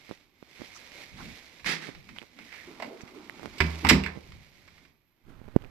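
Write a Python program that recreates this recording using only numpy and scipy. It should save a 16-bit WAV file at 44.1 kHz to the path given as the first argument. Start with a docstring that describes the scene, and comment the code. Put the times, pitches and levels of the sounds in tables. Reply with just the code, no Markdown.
"""A washing machine's door swings shut: it bumps on its rubber seal, the latch snaps and the cabinet booms.
Contacts are short coloured noise bursts with damped modes; door and cabinet ring as modes, panels as noise.
Soft toys are loaded first; sleeves and cloth rustle as granular friction noise that follows the arm.
Fingers tick and thump on a hand-held phone, strongest at its right microphone, as cusps of pressure.
A quiet room answers the hard contacts and adds its air noise; the phone's electronics whine thinly."""
import sys
import numpy as np
from scipy import signal
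from scipy.fft import rfft, irfft, next_fast_len
from scipy.io import wavfile
from scipy.ndimage import map_coordinates

SR = 44100
rng = np.random.default_rng(int(sys.argv[2]) if len(sys.argv) > 2 else 0)


def log_audio(samples):
    """Write samples as a 16-bit WAV file to the path given in sys.argv[1]."""
    # one column per channel
    frames = np.atleast_2d(samples).T
    # limit to full scale, then quantise
    limited = np.clip(frames, -1, 1)
    pcm = np.round(limited * 32767).astype(np.int16)
    wavfile.write(sys.argv[1], SR, pcm)


N = 251370  # samples, 5.7 s

# All levels are relative: they are set before the room, the microphone balance and the phone's response.
# Hard contacts of door and latch. Each row: start in seconds, level in dB, treble tilt in dB per octave,
# body resonance in Hz, body boost in dB.
CLACKS = [(2.8005, -34.5, -2.5, 686, 22), (2.823, -29, 0.5, 693, 25.5), (2.845, -42, -1, 800, 12),
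          (3.582, -35, 5, 3280, 7.5), (3.6037, -16.5, -1.5, 1397, 2), (3.607, -20.5, -1.5, 2304, 8),
          (3.844, -33.5, -2, 951, 10), (3.8484, -17.5, -1.5, 950, 16), (3.868, -22.5, -1, 1000, 1),
          (3.889, -11.5, 4.5, 7130, 3.5), (3.897, -11, 2.5, 1500, 1), (3.9105, -14, -3, 2204, 2),
          (4.037, -27, 1.5, 2394, 9.5), (4.0625, -28, 0, 1700, 11), (4.082, -35.5, -6, 2100, 7)]
# Clear taps of the hand on the plastic rim. Each row: start in seconds, level in dB.
TOUCHES = [(1.596, -46), (1.645, -37.5), (1.949, -45), (2.09, -43), (2.162, -45.5), (2.389, -42.5),
           (2.525, -43.5), (2.54, -43.5), (3.008, -46), (3.0767, -48), (4.32, -47), (4.677, -48),
           (4.78, -52), (4.85, -52.5)]
# The door's weight landing. Each row: start in seconds, then door, cabinet and panel shudder levels in dB.
THUDS = [(3.604, -23, -51.5, -31), (3.628, -42, -43.5, -31), (3.846, -27.5, -37.5, -27.5),
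         (3.868, -40.5, -42, -26.5), (3.9107, -30.5, -13, -16)]
# Modes of the glass door on its rubber seal. Each row: frequency in Hz, level in dB, t60 in seconds.
DOOR_MODES = [(77.8, 1, 0.63), (155, -5, .3), (165, -7, 0.67), (228, -15.5, 0.3), (356, -11.5, 0.33),
              (387, -9.5, 0.28)]
# Modes of the steel cabinet and drum. Each row: frequency in Hz, level in dB, t60 in seconds.
CABINET_MODES = [(60.06, -13.5, .45), (100, -21.5, 0.48), (159.9, -4.5, 0.38), (194.4, -2, 0.39),
                 (241.4, -4.5, .22), (262.5, -4, 0.31), (283, -7.5, 0.14), (331.4, -13, .25),
                 (379, -12, .25), (423, -14.5, 0.33), (468, -21, 0.22)]
# Modes of the plastic door frame. Each row: frequency in Hz, level in dB, t60 in seconds.
FRAME_MODES = [(947, -11, 0.085), (1070, -12.5, .13), (1364, -8, 0.046), (1630, -11, .12), (1744, -9.5, .1),
               (2006, -5, 0.16), (2120, -3, 0.1), (2230, 1, .13), (2500, -8, 0.045), (2640, -9.5, 0.14),
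               (2820, -8.5, 0.093), (3712, -12, .09)]
# Modes of the metal catch. Each row: frequency in Hz, level in dB, t60 in seconds.
LATCH_MODES = [(4584, -7.5, 0.18), (5050, -7, 0.09), (5529, -8.5, 0.16), (7120, -2, 0.14),
               (7574, -1, 0.084), (8210, -8.5, 0.17), (8624, -10.5, 0.15)]
# The catch springs home: start in seconds, level in dB.
LATCH_SNAP = (3.888, -27)
# Fingers shifting on the phone. Each row: time in seconds, level in dB, length of the push in seconds,
# distance in seconds, before or after, at which the stutter has lost 6 dB.
FINGERS = [(0.094, -31.5, 0.00007, 0.002), (0.1122, -22.5, 0.00026, 0.016), (0.4273, -32.5, 0.00025, 0.002),
           (0.618, -26.5, 0.00038, 0.025), (1.89, -27, 0.00036, 0.014), (2.228, -32.5, 0.000083, 0.0098),
           (3.036, -30, 0.0015, 0.0018), (3.3959, -30, 0.00012, 0.002), (3.432, -26.5, 0.00013, 0.014),
           (3.4583, -20.5, 0.00012, 0.025), (4.174, -26, 0.00099, 0.015), (5.286, -40.5, 0.00092, 0.005),
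           (5.416, -34.5, 0.00085, 0.0021), (5.481, -35, 0.00056, 0.0048), (5.5636, -1, 0.0007, 0.012),
           (5.648, -41.5, 0.0012, 0.012)]
# Sharp ticks of the phone case. Each row: start in seconds, level in dB, frequency in Hz.
TICKS = [(2.1857, -23.5, 3020), (2.1938, -36, 3080), (2.217, -33, 2440), (3.2969, -24.5, 1990),
         (5.563, -37, 11500), (5.6214, -43.5, 2940), (5.6466, -38.5, 2460)]

# Spectra of the contacts and of each friction or noise layer. Each row: frequency in Hz, level in dB per Hz.
CLACK_TONE = [(100, -25.5), (300, -8), (600, -12.5), (950, -4), (1550, -3.5), (2200, 3), (3100, -7.5),
              (4000, -10.5), (5100, -7), (6700, -26.5), (7700, -16), (9600, -37), (13000, -26),
              (15000, -41)]
RUSTLE_TONE = [(200, -33), (500, -7), (850, -11.5), (1300, -13), (1800, -7), (2180, 0), (2800, -8),
               (3800, -7.5), (5500, -11.5), (7500, -19.5), (9500, -25.5), (13000, -24), (15000, -35.5)]
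SCRAPE_TONE = [(60, -27), (110, -16), (170, 3), (260, -2.5), (380, -3), (600, -10.5), (1000, -8),
               (1400, -4), (2050, 4.5), (2900, -4.5), (4800, -5.5), (7000, -15), (10000, -22.5),
               (14000, -29)]
HOLLOW_TONE = [(90, -25), (170, -6.5), (250, 1.5), (380, -2), (520, -13), (800, -9), (1400, -12.5),
               (3000, -50.5)]
RUMBLE_TONE = [(15, -5.5), (50, -1.5), (80, 1.5), (115, -3), (170, -0.5), (300, -22), (800, -57)]
PANEL_TONE = [(25, -19), (60, -8), (120, -11.5), (160, -1), (265, 1.5), (320, -8), (400, -13.5), (600, -19),
              (1500, -43)]
FLOOR_TONE = [(15, -33), (25, 4), (363, -9.5), (404, -16), (811, -17), (1150, -20), (2300, -13.5),
              (8100, -33), (12100, -29), (13100, -15.5), (15000, -39.5)]
GRIP_TONE = [(20, 6.5), (50, -2.5), (100, -0.5), (200, -7), (450, -18), (800, -19.5), (1500, -21),
             (2200, -25), (4000, -33), (7000, -43), (14000, -49)]

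# Decay of the room. Each row: frequency in Hz, t60 in seconds.
ROOM_T60 = [(100, 0.51), (400, 0.91), (1500, 0.29), (5000, 0.3), (13000, 0.086)]
# Correlation of the two channels. Each row: frequency in Hz, left-right likeness from 0 to 1.
LIKENESS = [(100, 0.37), (300, 0.85), (700, 0.57), (2000, 0.34), (12000, 0.21)]
# Balance of the microphones. Each row: frequency in Hz, left minus right in dB.
BALANCE_DB = [(80, -3), (250, -3), (600, -3.5), (1200, -6), (2150, -15.5), (3200, -9), (5000, -5.5),
              (8000, -1), (12500, -8)]

# Cloth and skin dragged over the machine. Each row: peak time in seconds, level in dB, resonance in Hz,
# standard deviation of the swell in seconds.
RUBS = [(0.763, -52, 1180, 0.0088), (0.764, -51, 5870, 0.013), (0.993, -56.5, 563, 0.041),
        (1.206, -47.5, 1310, 0.015), (1.208, -51, 850, 0.014), (1.255, -48.5, 230, 0.058),
        (2.119, -52, 223, 0.033), (2.411, -52.5, 245, 0.035), (2.419, -56, 2200, 0.03),
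        (2.569, -49.5, 2040, 0.054), (2.708, -48, 350, 0.026), (2.864, -45, 243, 0.026),
        (2.87, -50, 594, 0.046), (2.941, -47, 402, 0.03), (3.017, -53, 5800, 0.0057),
        (3.167, -46, 370, 0.027), (3.842, -37, 296, 0.0069), (5.3, -55, 276, 0.022)]
# The sleeve drags over the rim, then the cuff. Each row: start in seconds, hold in seconds, level in dB.
SCRAPES = [(1.642, 0.061, -29), (1.801, 0.051, -44)]
# The door turns on its hinge: start in seconds, hold in seconds, level in dB.
SWING = (2.62, 0.9, -53.5)
# The rubber seal is compressed: start in seconds, hold in seconds, level in dB.
SQUEEZE = (3.63, 0.19, -46.5)
# The grip tightens on the phone: start in seconds, hold in seconds, level in dB.
PALM = (5.21, 0.42, -50)
# Soft pushes that stir the drum. Each row: peak time in seconds, level in dB, standard deviation in seconds.
BUMPS = [(1.143, -55.5, 0.019), (1.252, -49, 0.052), (1.67, -52, 0.024), (1.977, -52.5, 0.022),
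         (2.1, -59, 0.053), (3.5, -57.5, 0.076), (4.34, -50, 0.059), (4.681, -68, 0.148)]

# The arm's movement while loading the toys. Each row: time in seconds, movement level in dB.
LOADING = [(0.0, -61.0), (0.12, -60.0), (0.32, -77.5), (0.63, -54.5), (0.88, -59), (1.01, -51.5),
           (1.11, -60), (1.24, -52.5), (1.62, -63.5)]
# Reaching for the door and swinging it. Each row: time in seconds, movement level in dB.
REACHING = [(1.95, -63), (2.07, -66), (2.18, -61), (2.31, -66.5), (2.55, -57.0), (2.95, -63.5),
            (3.35, -62.0), (3.57, -57)]
# Letting go. Each row: time in seconds, movement level in dB.
LETTING_GO = [(4.17, -62.5), (4.55, -67), (4.85, -68), (5.0, -86), (5.22, -82.5)]

RUSTLE_DB, HOLLOW_DB, RUMBLE_DB = 5, -4, -7  # each cloth layer, relative to the movement that drives it
REST_DB, LOW_SWING = -60, 0.57  # about this level the low layers' dB swing is this share of the rustle's
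FLUTTER_DB, FLUTTER_PER_S = 1.1, 30
CLACK_T60_S, FRAME_DB = 0.062, -15.5  # decay of a contact; ring of the frame relative to it
RATTLE_DB, RATTLE_PER_S = 1.5, 300  # loose parts chatter unevenly while a contact dies away
SCRAPE_ATTACK_S, SCRAPE_T60_S = 0.021, 0.2
BRUSH_PER_S, BRUSH_DB, BRUSH_SCATTER_DB = 9, 4.5, 2  # mean rate; level relative to the movement; its spread
STUTTER_GAP_S, STUTTER_DB, STUTTER_PUSH_S = 0.008, -34, 0.00035  # small stick-slips around each shift
TOP_HZ = 14200  # band limit of the phone


def amp(db):
    """An amplitude ratio is ten to the power of its decibels over twenty."""
    return 10 ** (np.asarray(db) / 20)


def unit(x):
    """Normalisation: the signal is scaled to an rms of 1."""
    return x / np.sqrt(np.mean(x ** 2) + 1e-20)


def along(points, hz):
    """Interpolation of (Hz, value) points on a logarithmic frequency axis."""
    f, v = np.transpose(points)
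    return np.interp(np.log(hz + 1), np.log(f + 1), v)


def wobble(rate):
    """Random modulation: a smooth curve through rate independent normal values a second."""
    knots = rng.standard_normal(int(N * rate / SR) + 4)
    return map_coordinates(knots, [np.arange(N) * rate / SR])


def filtered(x, response):
    """Linear filtering: the spectrum is multiplied by a response of frequency."""
    n = x.shape[-1]
    m = next_fast_len(n + 8192)
    return irfft(rfft(x, m) * response(np.fft.rfftfreq(m, 1 / SR)), m)[..., :n]


def add(track, s, sound):
    """Superposition: a sound is summed into a track from s seconds on."""
    part = track[..., round(s * SR):][..., :sound.shape[-1]]
    part += sound[..., :part.shape[-1]]


def noise(size):
    """White noise: two uncorrelated normal sequences."""
    return rng.standard_normal((2, size))


def coloured(pair, tone, shade=lambda hz: 0):
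    """Partial correlation: mid and side noise, weighted by LIKENESS, form a pair of rms 1 with this tone."""
    def response(hz):
        angle = np.arccos(np.clip(along(LIKENESS, hz), -1, 1)) / 2
        return amp(along(tone, hz) + shade(hz)) * [np.cos(angle), np.sin(angle)]

    mid, side = filtered(pair, response)
    return unit(np.array([mid + side, mid - side]))


def friction(tone, grain_db, rate):
    """Stick-slip friction: fibres catch and let go, giving noise in tiny bursts of uneven size."""
    return coloured(noise(N) * amp(grain_db * wobble(rate)), tone)


def ring(modes, t):
    """Modal synthesis: exponentially damped sines of alternating sign, their levels scattered by 1 dB."""
    out = np.zeros(len(t))
    for k, (hz, db, t60) in enumerate(modes):
        decay = amp(db + rng.normal() - 60 * t / t60)
        out += (-1) ** k * decay * np.sin(2 * np.pi * hz * t)
    return out


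def hump(hz, centre_hz, octaves):
    """Broad resonance: a bell of height 1 on an octave axis."""
    return 1 / (1 + (np.log2((hz + 1) / centre_hz) / octaves) ** 2)


def crash(t, t60, tilt_db, body_hz=2000, body_db=0):
    """High modal density: the ring of dense plastic modes is decaying noise, brighter with a higher tilt."""
    def shade(hz):
        octave = np.log2(np.clip(hz, 400, 8000) / 2000)
        return tilt_db * octave + body_db * hump(hz, body_hz, octaves=0.39)

    return coloured(noise(len(t)), CLACK_TONE, shade) * amp(-60 * t / t60)


def gesture(start, hold, db, attack, t60):
    """Envelope of a movement: a quadratic rise, a hold and an exponential decay."""
    t = np.arange(N) / SR - start
    decay_db = -60 * np.maximum(t - attack - hold, 0) / t60
    return np.clip(t / attack, 0, 1) ** 2 * amp(db + decay_db)


def movement_db():
    """Common excitation: the level of the arm's movement at every sample."""
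    s, db = np.transpose(np.vstack([LOADING, REACHING, LETTING_GO]))
    return np.interp(np.arange(N) / SR, s, db)


def floor(whine_hz=13270, width_hz=70):
    """Stationary noise: quiet room air, and the thin whine of the phone's electronics as a narrow band."""
    whine = unit(filtered(noise(N), lambda hz: np.exp(-((hz - whine_hz) / width_hz) ** 2)))
    return amp(-76.0) * coloured(noise(N), FLOOR_TONE) + amp(-82.5) * whine


def cloth():
    """Friction follows motion: sleeves and plush rustle, rub hollowly on the machine and stir its drum."""
    level_db, t = movement_db(), np.arange(N) / SR
    rustle_gain = amp(level_db + RUSTLE_DB + FLUTTER_DB * wobble(FLUTTER_PER_S))
    rustle = rustle_gain * friction(RUSTLE_TONE, grain_db=2.0, rate=700)
    low_db = REST_DB + LOW_SWING * (level_db - REST_DB)
    hollow_gain = amp(low_db + HOLLOW_DB + FLUTTER_DB * wobble(8.4))
    hollow = hollow_gain * friction(HOLLOW_TONE, grain_db=1.0, rate=100)
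    pushes = sum(amp(db) * np.exp(-((t - s) / length) ** 2 / 2) for s, db, length in BUMPS)
    rumble = (amp(low_db + RUMBLE_DB) + pushes) * coloured(noise(N), RUMBLE_TONE)
    return rustle + hollow + rumble


def brushes(count=60):
    """Random impacts: folds and fingertips flick the rim, as strongly as the arm's movement allows."""
    out, t, level_db = np.zeros((2, N)), np.arange(SR // 12) / SR, movement_db()
    times = np.cumsum(rng.uniform(0.2, 1.8, count)) / BRUSH_PER_S
    for s, scatter in zip(times, rng.standard_normal(count)):
        if s < N / SR:
            db = level_db[int(s * SR)] + BRUSH_DB + BRUSH_SCATTER_DB * scatter
            add(out, s, amp(db) * crash(t, t60=0.043, tilt_db=2.5))
    return out


def slips():
    """Stick-slip: yields (s, dB, push length s) of each finger shift and its fading stutter on both sides."""
    steps = np.array([-3, -2, -1, 1, 2, 3])
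    for s, db, length, stutter in FINGERS:
        yield s, db, length
        for step, (late, loud, long) in zip(steps, rng.standard_normal((len(steps), 3))):
            offset = STUTTER_GAP_S * (step + 0.202 * late)
            slip_db = STUTTER_DB + 1.9 * loud - 6 * (offset / stutter) ** 2
            yield s + offset, slip_db, STUTTER_PUSH_S * np.exp(.5 * long)


def handling(rebound=0.76, lag=0.0012, soft_hz=560, low_cut_hz=70):
    """Pressure and recoil: each slip is a cusp, followed after lag seconds by the case's softer rebound."""
    pushes, ticks, t = np.zeros(N), np.zeros(N), np.arange(SR // 25) / SR
    lead = t[len(t) // 2]
    for s, db, length in slips():
        add(pushes, s - lead, -amp(db) * np.exp(-np.abs(t - lead) / length))
    for s, db, hz in TICKS:
        shell = np.sin(2 * np.pi * hz * t) * np.exp(-t * hz / 1.77)
        click = 0.18 * rng.standard_normal(len(t)) * np.exp(-t / 0.00012)
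        add(ticks, s, amp(db) * (shell + click))

    def case(hz):
        recoil = rebound * np.exp(-2j * np.pi * hz * lag - (hz / soft_hz) ** 2)
        return (1 - recoil) * hz / (hz - 1j * low_cut_hz)

    return (filtered(pushes, case) + ticks) * np.array([[.02], [2]])  # left, right gain


def rubs(boost_db=30, octaves=.6):
    """Resonant friction: each stroke swells and fades, sounding one resonance of the door or drum."""
    out, t = np.zeros((2, N)), np.arange(SR // 2) / SR
    lead = t[len(t) // 2]
    for s, db, centre_hz, length in RUBS:
        shade = lambda hz: boost_db * hump(hz, centre_hz, octaves)
        stroke = coloured(noise(len(t)), [(300, -2.5), (10000, -19.5)], shade)
        add(out, s - lead, amp(db) * stroke * np.exp(-((t - lead) / length) ** 2 / 2))
    return out


def contacts():
    """Impact excitation: the hand taps the rim; door and latch strike, ringing frame and catch."""
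    out, t = np.zeros((2, N)), np.arange(SR // 3) / SR
    for s, db, tilt_db, body_hz, body_db in CLACKS:
        burst = crash(t, CLACK_T60_S, tilt_db, body_hz, body_db)
        add(out, s, amp(db) * (burst + amp(FRAME_DB) * ring(FRAME_MODES, t)))
    for s, db in TOUCHES:
        add(out, s, amp(db) * crash(t, t60=0.053, tilt_db=-1.3))
    s, db = LATCH_SNAP
    add(out, s, amp(db) * ring(LATCH_MODES, t))
    return out * amp(RATTLE_DB * wobble(RATTLE_PER_S))


def scrape():
    """Sliding friction: a sleeve, then its cuff, drags briskly over the rim of the opening."""
    drag = sum(gesture(s, hold, db, SCRAPE_ATTACK_S, SCRAPE_T60_S) for s, hold, db in SCRAPES)
    return drag * friction(SCRAPE_TONE, grain_db=2.0, rate=780)


def swing():
    """Friction of a joint: the door rubs hollowly as it turns, then its seal creaks under the hand."""
    hinge = gesture(*SWING, attack=0.053, t60=0.98) * friction(HOLLOW_TONE, grain_db=2, rate=110)
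    seal = friction(RUSTLE_TONE, grain_db=3.5, rate=400)
    seal = seal + amp(-3) * friction(HOLLOW_TONE, grain_db=2.5, rate=86)
    return hinge + gesture(*SQUEEZE, attack=0.03, t60=0.15) * seal


def thuds():
    """Coupled vibration: the door bounces on its seal and shakes the cabinet, which builds up more slowly."""
    out, t = np.zeros((2, N)), np.arange(SR) / SR
    for s, door_db, cabinet_db, panel_db in THUDS:
        door = amp(door_db) * ring(DOOR_MODES, t)
        cabinet = amp(cabinet_db) * ring(CABINET_MODES, t) * (1 - np.exp(-t / 0.014))
        panels = amp(panel_db - 60 * t / 0.22) * coloured(noise(len(t)), PANEL_TONE)
        add(out, s, (door + cabinet + panels) * (1 - np.exp(-t / 0.0013)))
    return out


def grip():
    """Contact friction: the palm shifts on the phone, mostly beside the right microphone."""
    shift = gesture(*PALM, attack=0.08, t60=0.18) * friction(GRIP_TONE, grain_db=2, rate=260)
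    return shift * amp([[-11], [4]])  # left, right gain in dB


def room(x):
    """Reverberation: convolution with noise in which each frequency decays at its own speed."""
    hz, t, z = signal.stft(noise(SR // 2), SR, nperseg=256)
    decay = amp(-60 * t / along(ROOM_T60, hz)[:, None])
    tail = signal.istft(z * decay, SR, nperseg=256)[1]
    delayed = np.pad(x, ((0, 0), (300, 0)))  # samples before the first answer
    return signal.fftconvolve(delayed, tail / np.linalg.norm(tail[0]), axes=1)[:, :N]


def scene(lag=.00005):
    """Time and level difference: airborne sound is earlier and stronger at the right, most near 2 kHz."""
    hard = contacts() + scrape() + brushes()
    air = hard + amp(-10) * room(hard) + thuds() + cloth() + swing() + rubs() + floor()

    def ports(hz):
        ratio = amp(along(BALANCE_DB, hz))  # left over right
        left = ratio * np.exp(-2j * np.pi * hz * lag)
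        return 2 * np.array([left, np.ones_like(hz)]) / (1 + ratio)

    return filtered(air, ports) + handling() + grip()


def record(dry, top=0.82):
    """Saturation and band limiting: the phone rounds off the highest peaks and cuts steeply at TOP_HZ."""
    held = dry / (1 + np.abs(dry / top) ** 8) ** (1 / 8)
    return filtered(held, lambda hz: 1 / (1 + (hz / TOP_HZ) ** 70))


dry = scene()
out = record(dry)
log_audio(out)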